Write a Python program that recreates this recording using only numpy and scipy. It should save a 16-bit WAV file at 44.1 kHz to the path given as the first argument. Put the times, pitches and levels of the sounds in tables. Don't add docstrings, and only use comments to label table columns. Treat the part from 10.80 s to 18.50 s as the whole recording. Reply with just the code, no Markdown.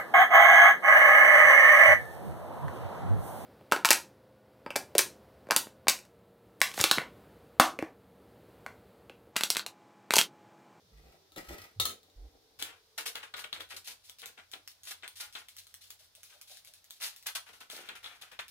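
import sys
import numpy as np
from scipy import signal
from scipy.fft import rfft, irfft
from scipy.io import wavfile

SR = 44100
rng = np.random.default_rng(int(sys.argv[2]) if len(sys.argv) > 2 else 0)


def convert_level_to_amplitude(level_db):
    exponent = np.asarray(level_db, float) / 20
    return 10 ** exponent


def waveform_to_disk(signal):
    frames = np.transpose(np.atleast_2d(signal))
    scaled = np.clip(frames, -1, 1) * 32767
    samples = np.round(scaled).astype(np.int16)
    wavfile.write(sys.argv[1], SR, samples)


N = 339570

# f/Hz, relative level/dB, t60/s
KNIFE_MODES = [(756, -12.5, 0.015), (1305, -2, 0.05), (2260, -18, 0.014), (3125, -11.5, 0.048),
               (3427, -2, 0.029), (3733, 3, 0.021), (4000, -3, 0.029), (4220, -3, 0.021),
               (6880, -11, 0.0036)]
# f/Hz, width/Hz, relative level/dB
WOOD_MODES = [(164, 67, -5.5), (308, 115, -0.5), (465, 94, 2), (747, 180, -3)]
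# t/s, relative strength level/dB, knock in the wood level/dB, favoured f/Hz
KNIFE_CLACKS = [(0.52, -49.5, -63, 3800), (0.562, -39, -42, 3500), (0.688, -42, -67, 4200),
                (0.999, -18, -37, 3700), (1.002, -22, -60, 3800), (1.054, -18.5, -41, 4200),
                (1.0598, -36, -60, 4220), (1.095, -30.5, -60, 3120), (1.113, -40.5, -50, 3100),
                (1.2307, -53.5, -73, 3920), (1.2996, -60, -90, 3700)]


def rms_one(x):
    return x / np.sqrt(np.mean(x ** 2) + 1e-20)


def lowpass(x, hz):
    return signal.lfilter(*signal.butter(1, hz, fs=SR), x)


def highpass(x, hz):
    return signal.sosfilt(signal.butter(2, hz, "high", fs=SR, output="sos"), x)


def in_time(rows):
    s, *columns = np.transpose(rows)
    return [np.interp(np.arange(N) / SR, s, column) for column in columns]


def impulses(times, peak_db):
    clicks = np.full(N, 1e-18)
    clicks[np.round(np.array(times) * SR).astype(int)] = convert_level_to_amplitude(peak_db)
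    return clicks


def colour(x, spectrum, share=1):
    hz, db = np.transpose(spectrum)
    grid_hz = np.maximum(np.fft.rfftfreq(4096, 1 / SR), 10)
    gain_db = share * np.interp(np.log(grid_hz), np.log(hz), db)
    cepstrum = irfft(np.log(convert_level_to_amplitude(gain_db)))
    cepstrum[1:2048] *= 2
    cepstrum[2049:] = 0
    impulse_response = irfft(np.exp(rfft(cepstrum)))
    return signal.fftconvolve(x, impulse_response)[:N]


def resonances(x, peaks):
    out = 0
    for k, (hz, width_hz, db) in enumerate(peaks):
        r = np.exp(-np.pi * width_hz / SR)
        poles = [1, -2 * r * np.cos(2 * np.pi * hz / SR), r * r]
        out = out + (-1) ** k * convert_level_to_amplitude(db) * signal.lfilter([1 - r, 0, r - 1], poles, x)
    return out


def drift(rate_hz):
    r = np.exp(-2 * np.pi * rate_hz / SR)
    slow = signal.lfilter([1], [1, -2 * r, r * r], rng.standard_normal(N + SR))[SR:]
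    return rms_one(slow)


def grains(per_s, spread_db, clump_db):
    size_db = spread_db * np.minimum(rng.exponential(1, N), 3.5)
    sizes = convert_level_to_amplitude(size_db) * rng.choice([-1, 1], N)
    present = rng.random(N) < per_s / SR
    return rms_one(sizes * present * convert_level_to_amplitude(clump_db * drift(76)))


def bursts(start, length, db, rise_s, fade_db_per_s, rest_db):
    power, t = np.full(N + SR, convert_level_to_amplitude(rest_db) ** 2), np.arange(SR // 2) / SR
    for s, hold, level_db in zip(start, length, db):
        at = round(s * SR)
        held = convert_level_to_amplitude(level_db - fade_db_per_s * np.maximum(t - hold, 0))
        power[at:at + len(t)] += ((1 - np.exp(-t / rise_s)) * held) ** 2
    return power[:N]


def scraping(rub_db, shake_db):
    # f/Hz, relative level/dB per Hz
    wax_spectrum = [(120, -32), (200, -63), (443, -13), (581, -9.5), (682, -2), (1080, -0.5), (1420, 1),
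                    (2730, 0), (3410, -1.5), (4990, -16.5), (9000, -16), (11700, -52), (19800, -120)]
    # f/Hz, relative level/dB per Hz
    foil_spectrum = [(880, -46), (1500, -13.5), (2360, -8), (3930, -1), (7620, -6.5), (11200, -4),
                     (13000, -10.5), (15200, -4), (16500, -52)]
    # f/Hz, width/Hz, level/dB
    pressed_blade = [(1438, 116, -3.5), (3435, 160, 5.5)]
    # t/s, relative ring level/dB, relative snap level/dB
    spring_times = [(1.8248, -33.5, -37), (2.179, -41, -44), (2.355, -35.5, -48), (2.5404, -36, -61),
                    (2.641, -45, -61), (2.7286, -30, -52), (2.807, -39, -53), (3.2965, -50, -51),
                    (3.4184, -50.5, -53), (3.458, -52, -44.5), (3.7364, -38, -53.5), (3.8767, -61, -62.5),
                    (4.225, -50, -80), (4.2779, -49.5, -49), (4.5524, -36.5, -69), (5.1046, -59, -49.5),
                    (6.1072, -57.5, -48), (6.4682, -45, -37), (6.9004, -40.5, -50), (7.0892, -40, -55),
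                    (7.243, -43, -70), (7.261, -41, -68), (7.422, -43, -72), (7.518, -64, -62),
                    (7.5911, -36.5, -64)]
    wax_apart, foil_apart = 0.67, 0.39
    bounce_s, bounce_db = 0.0064, -6.5

    wax_level = np.sqrt(bites(column=2, rise_s=0.0026, stretch=1.0) + convert_level_to_amplitude(rub_db) ** 2)
    foil_level = np.sqrt(bites(column=3, rise_s=0.0042, stretch=0.83) + convert_level_to_amplitude(rub_db + 5.0) ** 2)
    wax_streams = torn(wax_spectrum, 3500, 5.26, convert_level_to_amplitude(-1.5) * wax_level)
    wax, *wax_own = [stream + resonances(stream, pressed_blade) for stream in wax_streams]
    foil, *foil_own = torn(foil_spectrum, 5800, 4.8, foil_level)

    shake = convert_level_to_amplitude(shake_db) * np.sqrt(bites(column=2, rise_s=0.0056, stretch=1.05))
    wood_grains = grains(900, spread_db=6.0, clump_db=4.0)
    wood = highpass(shake * rms_one(resonances(wood_grains, WOOD_MODES)), 230)

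    s, crack_db, wax_db, foil_db = catches().T[:4]
    in_foil_db = np.clip(0.49 * (foil_db - wax_db), -8, 8)
    cracks = struck(s, crack_db - 34.0 - in_foil_db, tilt_db=8.0)
    cracks = cracks + snaps(s, crack_db - 30.5 + in_foil_db, t60=0.0069)
    cracks = cracks + convert_level_to_amplitude(bounce_db) * np.roll(cracks, round(bounce_s * SR))

    free, ring_db, snap_db = np.transpose(spring_times)
    springs = struck(free, ring_db - 2.5, tilt_db=4.0) + snaps(free, snap_db, t60=0.0037)

    shared_grains = np.sqrt(1 - wax_apart) * wax + np.sqrt(1 - foil_apart) * foil
    own = np.sqrt(wax_apart) * np.array(wax_own) + np.sqrt(foil_apart) * np.array(foil_own)
    return shared_grains + wood + cracks + springs + moans(), own


def catches():
    # t/s, relative wax tearing level/dB, relative foil rustle level/dB, length/s
    bite_times = [(1.7897, -45.5, -40, 0.059), (1.814, -40.5, -49, 0.073), (2.177, -34.5, -29, 0.028),
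                  (2.2558, -36.5, -28.5, 0.028), (2.35, -39, -43.5, 0.04), (2.427, -42.5, -44, 0.027),
                  (2.538, -34.5, -54, 0.012), (2.561, -40.5, -38.5, 0.032), (2.5896, -35, -34.5, 0.024),
                  (2.64, -35.5, -42, 0.012), (2.726, -42, -49, 0.056), (2.797, -37, -42.5, 0.024),
                  (2.889, -60, -46, .03), (2.904, -40, -45, 0.037), (2.963, -43.5, -32, 0.014),
                  (3.0712, -41.5, -36.5, 0.028), (3.094, -48, -43, 0.027), (3.287, -60, -46.5, 0.025),
                  (3.423, -43, -61, 0.029), (3.457, -47.5, -42.5, 0.036), (3.573, -45, -60, 0.03),
                  (3.733, -38, -54, 0.018), (4.053, -62, -45, 0.073), (4.07, -47.5, -38.5, 0.032),
                  (4.105, -40, -36, 0.019), (4.23, -45.5, -57, 0.036), (4.398, -39.5, -37.5, 0.044),
                  (4.549, -36, -38, 0.036), (5.101, -59, -43.5, 0.028), (5.497, -58.5, -53.5, 0.077),
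                  (5.674, -73, -47.5, 0.038), (6.201, -50, -45, 0.067), (6.219, -41, -31.5, 0.053),
                  (6.459, -37.5, -32, 0.026), (6.4634, -32.5, -25.5, 0.018), (6.55, -33.5, -29, 0.021),
                  (6.662, -49, -54, 0.067), (6.686, -42, -52, 0.018), (6.73, -51, -50.5, 0.043),
                  (6.8027, -46.5, -42.5, 0.024), (6.895, -49, -54, 0.031), (6.909, -44.5, -45, 0.11),
                  (6.968, -42.5, -51, 0.054), (7.074, -52, -60, 0.088), (7.091, -41, -55, 0.025),
                  (7.151, -40, -46, 0.022), (7.227, -49.5, -47.5, 0.033), (7.243, -44, -51, 0.088),
                  (7.4113, -46.5, -49, 0.05), (7.514, -36.5, -51, 0.017), (7.59, -31.5, -41, 0.018)]
    # t/s, relative tick level/dB, relative foil rustle level/dB
    brush_times = [(3.043, -58, -45.5), (3.233, -68, -54.5), (3.3856, -38.5, -50.5), (3.715, -35, -49),
                   (3.876, -28, -51.5), (4.0333, -35, -53), (4.2782, -31, -58), (4.356, -42, -44),
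                   (4.526, -40, -54), (4.685, -34, -52.5), (4.766, -32.5, -49), (4.8682, -38, -57.5),
                   (4.9411, -31, -61), (5.009, -55, -50), (5.04, -46, -56), (5.189, -68, -53),
                   (5.351, -36.5, -55), (5.432, -32.5, -51.5), (5.613, -31, -59), (5.6965, -38, -48.5),
                   (5.725, -60, -51.5), (5.771, -36, -61), (5.8477, -37, -55), (5.873, -36.5, -57),
                   (5.937, -36.5, -56.5), (6.0424, -41, -61), (6.101, -42, -52), (6.362, -35.5, -56),
                   (6.426, -40, -54), (7.681, -36, -49.5)]
    crack_db, crack_db_per_doubling = 8, 12
    brush_s, brush_wax_db = 0.06, -22

    rows = []
    for s, wax, foil, length in bite_times:
        crack = max(wax, foil) + crack_db + crack_db_per_doubling * np.log2(length / brush_s)
        rows.append((s, crack, wax, foil, length))
    for s, tick, foil in brush_times:
        rows.append((s, tick, foil + brush_wax_db, foil, brush_s))
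    return np.array(rows)


def bites(column, rise_s, stretch):
    power, t = np.zeros(N + SR), np.arange(SR // 3) / SR
    for row in catches():
        at = round(row[0] * SR)
        let_go = np.exp(-(t / (stretch * max(row[4], .004))) ** 1.315)
        shape = (1 - np.exp(-t / rise_s)) * let_go
        power[at:at + len(t)] += (convert_level_to_amplitude(row[column]) * shape) ** 2
    return power[:N]


def torn(spectrum, per_s, spread_db, level):
    level = level * convert_level_to_amplitude(3.13 * drift(33.0))
    streams = []
    for _ in range(3):
        stream = colour(grains(per_s, spread_db, clump_db=0.0), spectrum)
        streams.append(level * rms_one(stream))
    return streams


def struck(times, peak_db, tilt_db, favour_hz=3400):
    favour_db, favour_octaves = 10, 0.11
    out = 0
    luck = rng.standard_normal((len(times), len(KNIFE_MODES)))
    for k, (hz, db, t60) in enumerate(KNIFE_MODES):
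        near_db = favour_db * np.exp(-(np.log2(hz / favour_hz) / favour_octaves) ** 2)
        mode_db = db + near_db + tilt_db * np.log2(hz / 3500)
        clicks = impulses(times, peak_db + mode_db + 2.0 * luck[:, k])
        r, w = convert_level_to_amplitude(-60 / (t60 * SR)), 2 * np.pi * hz / SR
        out = out + signal.lfilter([0, np.sin(w)], [1, -2 * r * np.cos(w), r * r], clicks)
    return out


def snaps(times, peak_db, t60):
    softened = signal.lfilter([.05], [1, -.95], impulses(times, peak_db)) * 20
    puff = signal.lfilter([1], [1, -convert_level_to_amplitude(-60 / (t60 * SR))], softened)
    return puff * highpass(rng.standard_normal(N), 1800)


def moans():
    # t/s, level/dB before the microphones
    moan_times = [(5.2, -67.5), (5.37, -66.5), (5.54, -63), (5.7, -56), (5.87, -66.5)]
    hollow = [(635, 190, 0)]   # f/Hz, width/Hz, level/dB
    s, db = np.transpose(moan_times)
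    rub = rms_one(resonances(resonances(rng.standard_normal(N), hollow), hollow))
    return np.sqrt(bursts(s, 0 * s + 0.021, db, 0.0038, 570, -np.inf)) * rub


def handling(wood_db, sliding_db, skid_db):
    # f/Hz, relative level/dB per Hz
    slide_spectrum = [(530, 3), (900, -4), (1940, 3.5), (5590, 1.5), (7480, -4.5), (15300, -2),
                      (16500, -38)]
    # f/Hz, width/Hz, relative level/dB
    slide_modes = [(1300, 86, 2.5), (1963, 146, 7), (2490, 170, -2)]

    rub = grains(4000, spread_db=3.5, clump_db=5.0)
    ringing_slide = 0.91 * rms_one(resonances(rub, slide_modes))
    slide = rms_one(rms_one(colour(rub, slide_spectrum)) + ringing_slide)
    wood = rms_one(resonances(grains(900, spread_db=0.0, clump_db=4.5), WOOD_MODES))

    blade_modes = [(hz, np.log(1000) / (np.pi * t60), db + 3.8 * np.log2(hz / 3500))
                   for hz, db, t60 in KNIFE_MODES]
    skid = rms_one(resonances(rub, blade_modes)) + 0.9 * rms_one(highpass(rub, 4000))
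    dragged = convert_level_to_amplitude(skid_db) * skid + convert_level_to_amplitude(sliding_db) * slide + convert_level_to_amplitude(wood_db) * wood

    s, db, _, hz = np.transpose(KNIFE_CLACKS)
    clacks = struck(s, db - 11.0, tilt_db=-1.0, favour_hz=hz) + snaps(s, db - 22.5, t60=0.013)
    return dragged + thumps() + clacks


def hands():
    # t/s, length/s, wood rumble level/dB, sliding level/dB
    drag_times = [(0.11, 0.17, -69, -65.5), (0.233, 0.14, -60, -64.5), (0.558, 0.031, -43.5, -46),
                  (0.623, 0.22, -60, -49.5), (0.681, 0.046, -50.5, -46), (1.058, 0.031, -55.5, -51.5),
                  (1.37, 0.097, -64.5, -76), (1.536, 0.022, -67, -92)]
    rise_s, fade_db_per_s = 0.0025, 232
    s, length, wood_db, sliding_db = np.transpose(drag_times)
    hit, peak_db, knock_db = np.transpose(KNIFE_CLACKS)[:3]
    wood = bursts(s, length, wood_db, rise_s, fade_db_per_s, rest_db=-70.5)
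    wood = wood + bursts(hit, 0 * hit, knock_db, 0.00051, 644, -np.inf)
    sliding = bursts(s, length, sliding_db, rise_s, fade_db_per_s, rest_db=-82)
    skid = bursts(hit, 0 * hit, peak_db - 15.5, .0006, 382, -100)
    return 10 * np.log10([wood, sliding, skid])


def thumps(contact_hz=900, gain_db=41.0):
    # t/s, relative level/dB
    thump_times = [(0.570, -38), (0.576, -37), (0.592, -39), (0.707, -34.5), (0.729, -39), (0.747, -44),
                   (1.551, -54.5)]
    s, db = np.transpose(thump_times)
    return resonances(lowpass(-impulses(s, db + gain_db), contact_hz), WOOD_MODES)


def table(thud_db):
    # f/Hz, width/Hz, relative level/dB
    low_modes = [(50, 7.2, 11), (90, 6.7, 21)]
    # t/s, length/s, f/Hz, level/dB
    lean_times = [(.02, 0.31, 149.5, -66), (.12, 0.11, 50.6, -52.5), (.22, 0.1, 58.4, -57),
                  (.53, 0.055, 89, -67), (.68, 0.071, 55.6, -44.5), (.78, 0.069, 92.2, -55),
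                  (.96, 0.099, 98, -45), (1.03, 0.1, 90, -58.5), (1.36, 0.13, 56, -43.5),
                  (1.52, 0.065, 61, -66)]
    thuds = convert_level_to_amplitude(thud_db) * rms_one(resonances(rng.standard_normal(N), low_modes))
    return thuds + swings(lean_times, waver=0.15)


def swings(rows, waver):
    out, t = np.zeros(N), np.arange(N) / SR
    wander = np.cumsum(1 + waver * drift(30)) / SR
    for s, length, hz, db in rows:
        part = slice(round(s * SR), round((s + length) * SR))
        shape = np.sqrt(np.abs(np.sin(np.pi * (t[part] - s) / length)))
        out[part] += convert_level_to_amplitude(db) * shape * np.sin(2 * np.pi * hz * (wander[part] - wander[part][0]))
    return out


def room(x):
    place_s = .2
    t60_s, wall_cut_hz = 0.21, 6400
    t, hop = np.arange(SR // 3) / SR, round(place_s * SR)
    out = np.zeros((2, N + 4 * hop + len(t)))
    padded = np.pad(x, (hop, 2 * hop))
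    fade = np.sqrt(np.hanning(2 * hop))
    for at in range(0, N + hop, hop):
        noise = rng.standard_normal((2, len(t)))
        dull = lowpass(noise, wall_cut_hz)
        ageing = dull + (noise - dull) * np.exp(-t / 0.064)
        tail = ageing * convert_level_to_amplitude(-60 * t / t60_s) * (1 - np.exp(-t / 0.0011))
        tail = tail / np.sqrt(np.sum(tail ** 2, axis=1, keepdims=True))
        echo = signal.fftconvolve((padded[at:at + 2 * hop] * fade)[None], tail, axes=1)
        out[:, at:at + echo.shape[1]] += echo
    return out[:, hop:hop + N]


def background():
    # f/Hz, relative level/dB per Hz
    air_spectrum = [(18, -70), (30, -8.5), (86, -11), (298, -19), (443, -15), (593, -12), (1150, -16),
                    (2740, -20), (3570, -12), (5440, -14), (7670, -24.5), (15200, -23.5), (16500, -41)]
    # t/s, level/dB
    tone_levels = [(0, -70), (.35, -104), (1.2, -75), (2.2, -73.5), (2.7, -76), (3.2, -110)]
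    common, left, right = (colour(v, air_spectrum) for v in rng.standard_normal((3, N)))
    own = np.array([left, right])
    air = rms_one(own + lowpass(0.13 * common - 0.12 * own, 900))
    hum = rms_one(resonances(rng.standard_normal(N), [(88, 6, 0)]))
    tone = rms_one(resonances(rng.standard_normal(N), [(444.5, 15, 0)]))
    return convert_level_to_amplitude(-68.5) * air + convert_level_to_amplitude(-83.5) * hum + convert_level_to_amplitude(in_time(tone_levels)[0]) * tone


def scene():
    # t/s, table thud level/dB, how much each catch shakes the wood level/dB
    rubbing = [(1.78, -65, -10.5), (2.14, -86, -13.5), (2.73, -74, -12), (3.97, -83.5, -4.5),
               (4.5, -77.5, -20), (5.95, -92, -8), (6.5, -85, -23.5), (6.95, -81.5, -5), (7.35, -78, -17.5),
               (7.7, -74, -18)]
    # f/Hz, level/dB, applied in part on each side
    left_over_right = [(60, -7), (120, -11), (240, -14.5), (480, 5), (950, -2.5), (1890, 6.5), (3770, 8.5),
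                       (6000, 5.5), (9000, -8), (14000, -6)]
    left_lag, hands_lag = 4, 11
    light_rub_db = -80.5
    bass_alike, bass_alike_hz = 0.42, 890

    before = np.arange(N) < rubbing[0][0] * SR
    thud_db, shake_db = in_time(rubbing)
    shared, own = scraping(np.where(before, -120, light_rub_db), shake_db)
    handled = handling(*hands()) * before * convert_level_to_amplitude(np.array([[2.0], [-2.0]]))

    left = colour(np.roll(shared, left_lag) + own[0], left_over_right, share=0.73) + handled[0]
    right = colour(shared + own[1], left_over_right, share=-0.18) + np.roll(handled[1], hands_lag)
    thud = table(np.where(before, -80, thud_db)) * convert_level_to_amplitude(np.array([[-1.2], [1.2]]))
    echo = convert_level_to_amplitude(-7.5) * room(shared + own[0] + handled[0])

    both = convert_level_to_amplitude(-6.0) * np.array([left, right]) + echo + background()
    bass_side = lowpass((both[0] - both[1]) / 2, bass_alike_hz)
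    return both - bass_alike * bass_side * np.array([[1], [-1]]) + thud


def low_pass(x):
    return signal.sosfilt(signal.butter(12, 17150, fs=SR, output="sos"), x)


def record(dry):
    lift = np.array([resonances(side, [(15300, 740, -12.5)]) for side in dry])
    roll_off = signal.ellip(6, .5, 22.0, 16100, fs=SR, output="sos")
    mix = signal.sosfilt(roll_off, dry + lift)
    return low_pass(mix)


dry = scene()
out = record(dry)
waveform_to_disk(out)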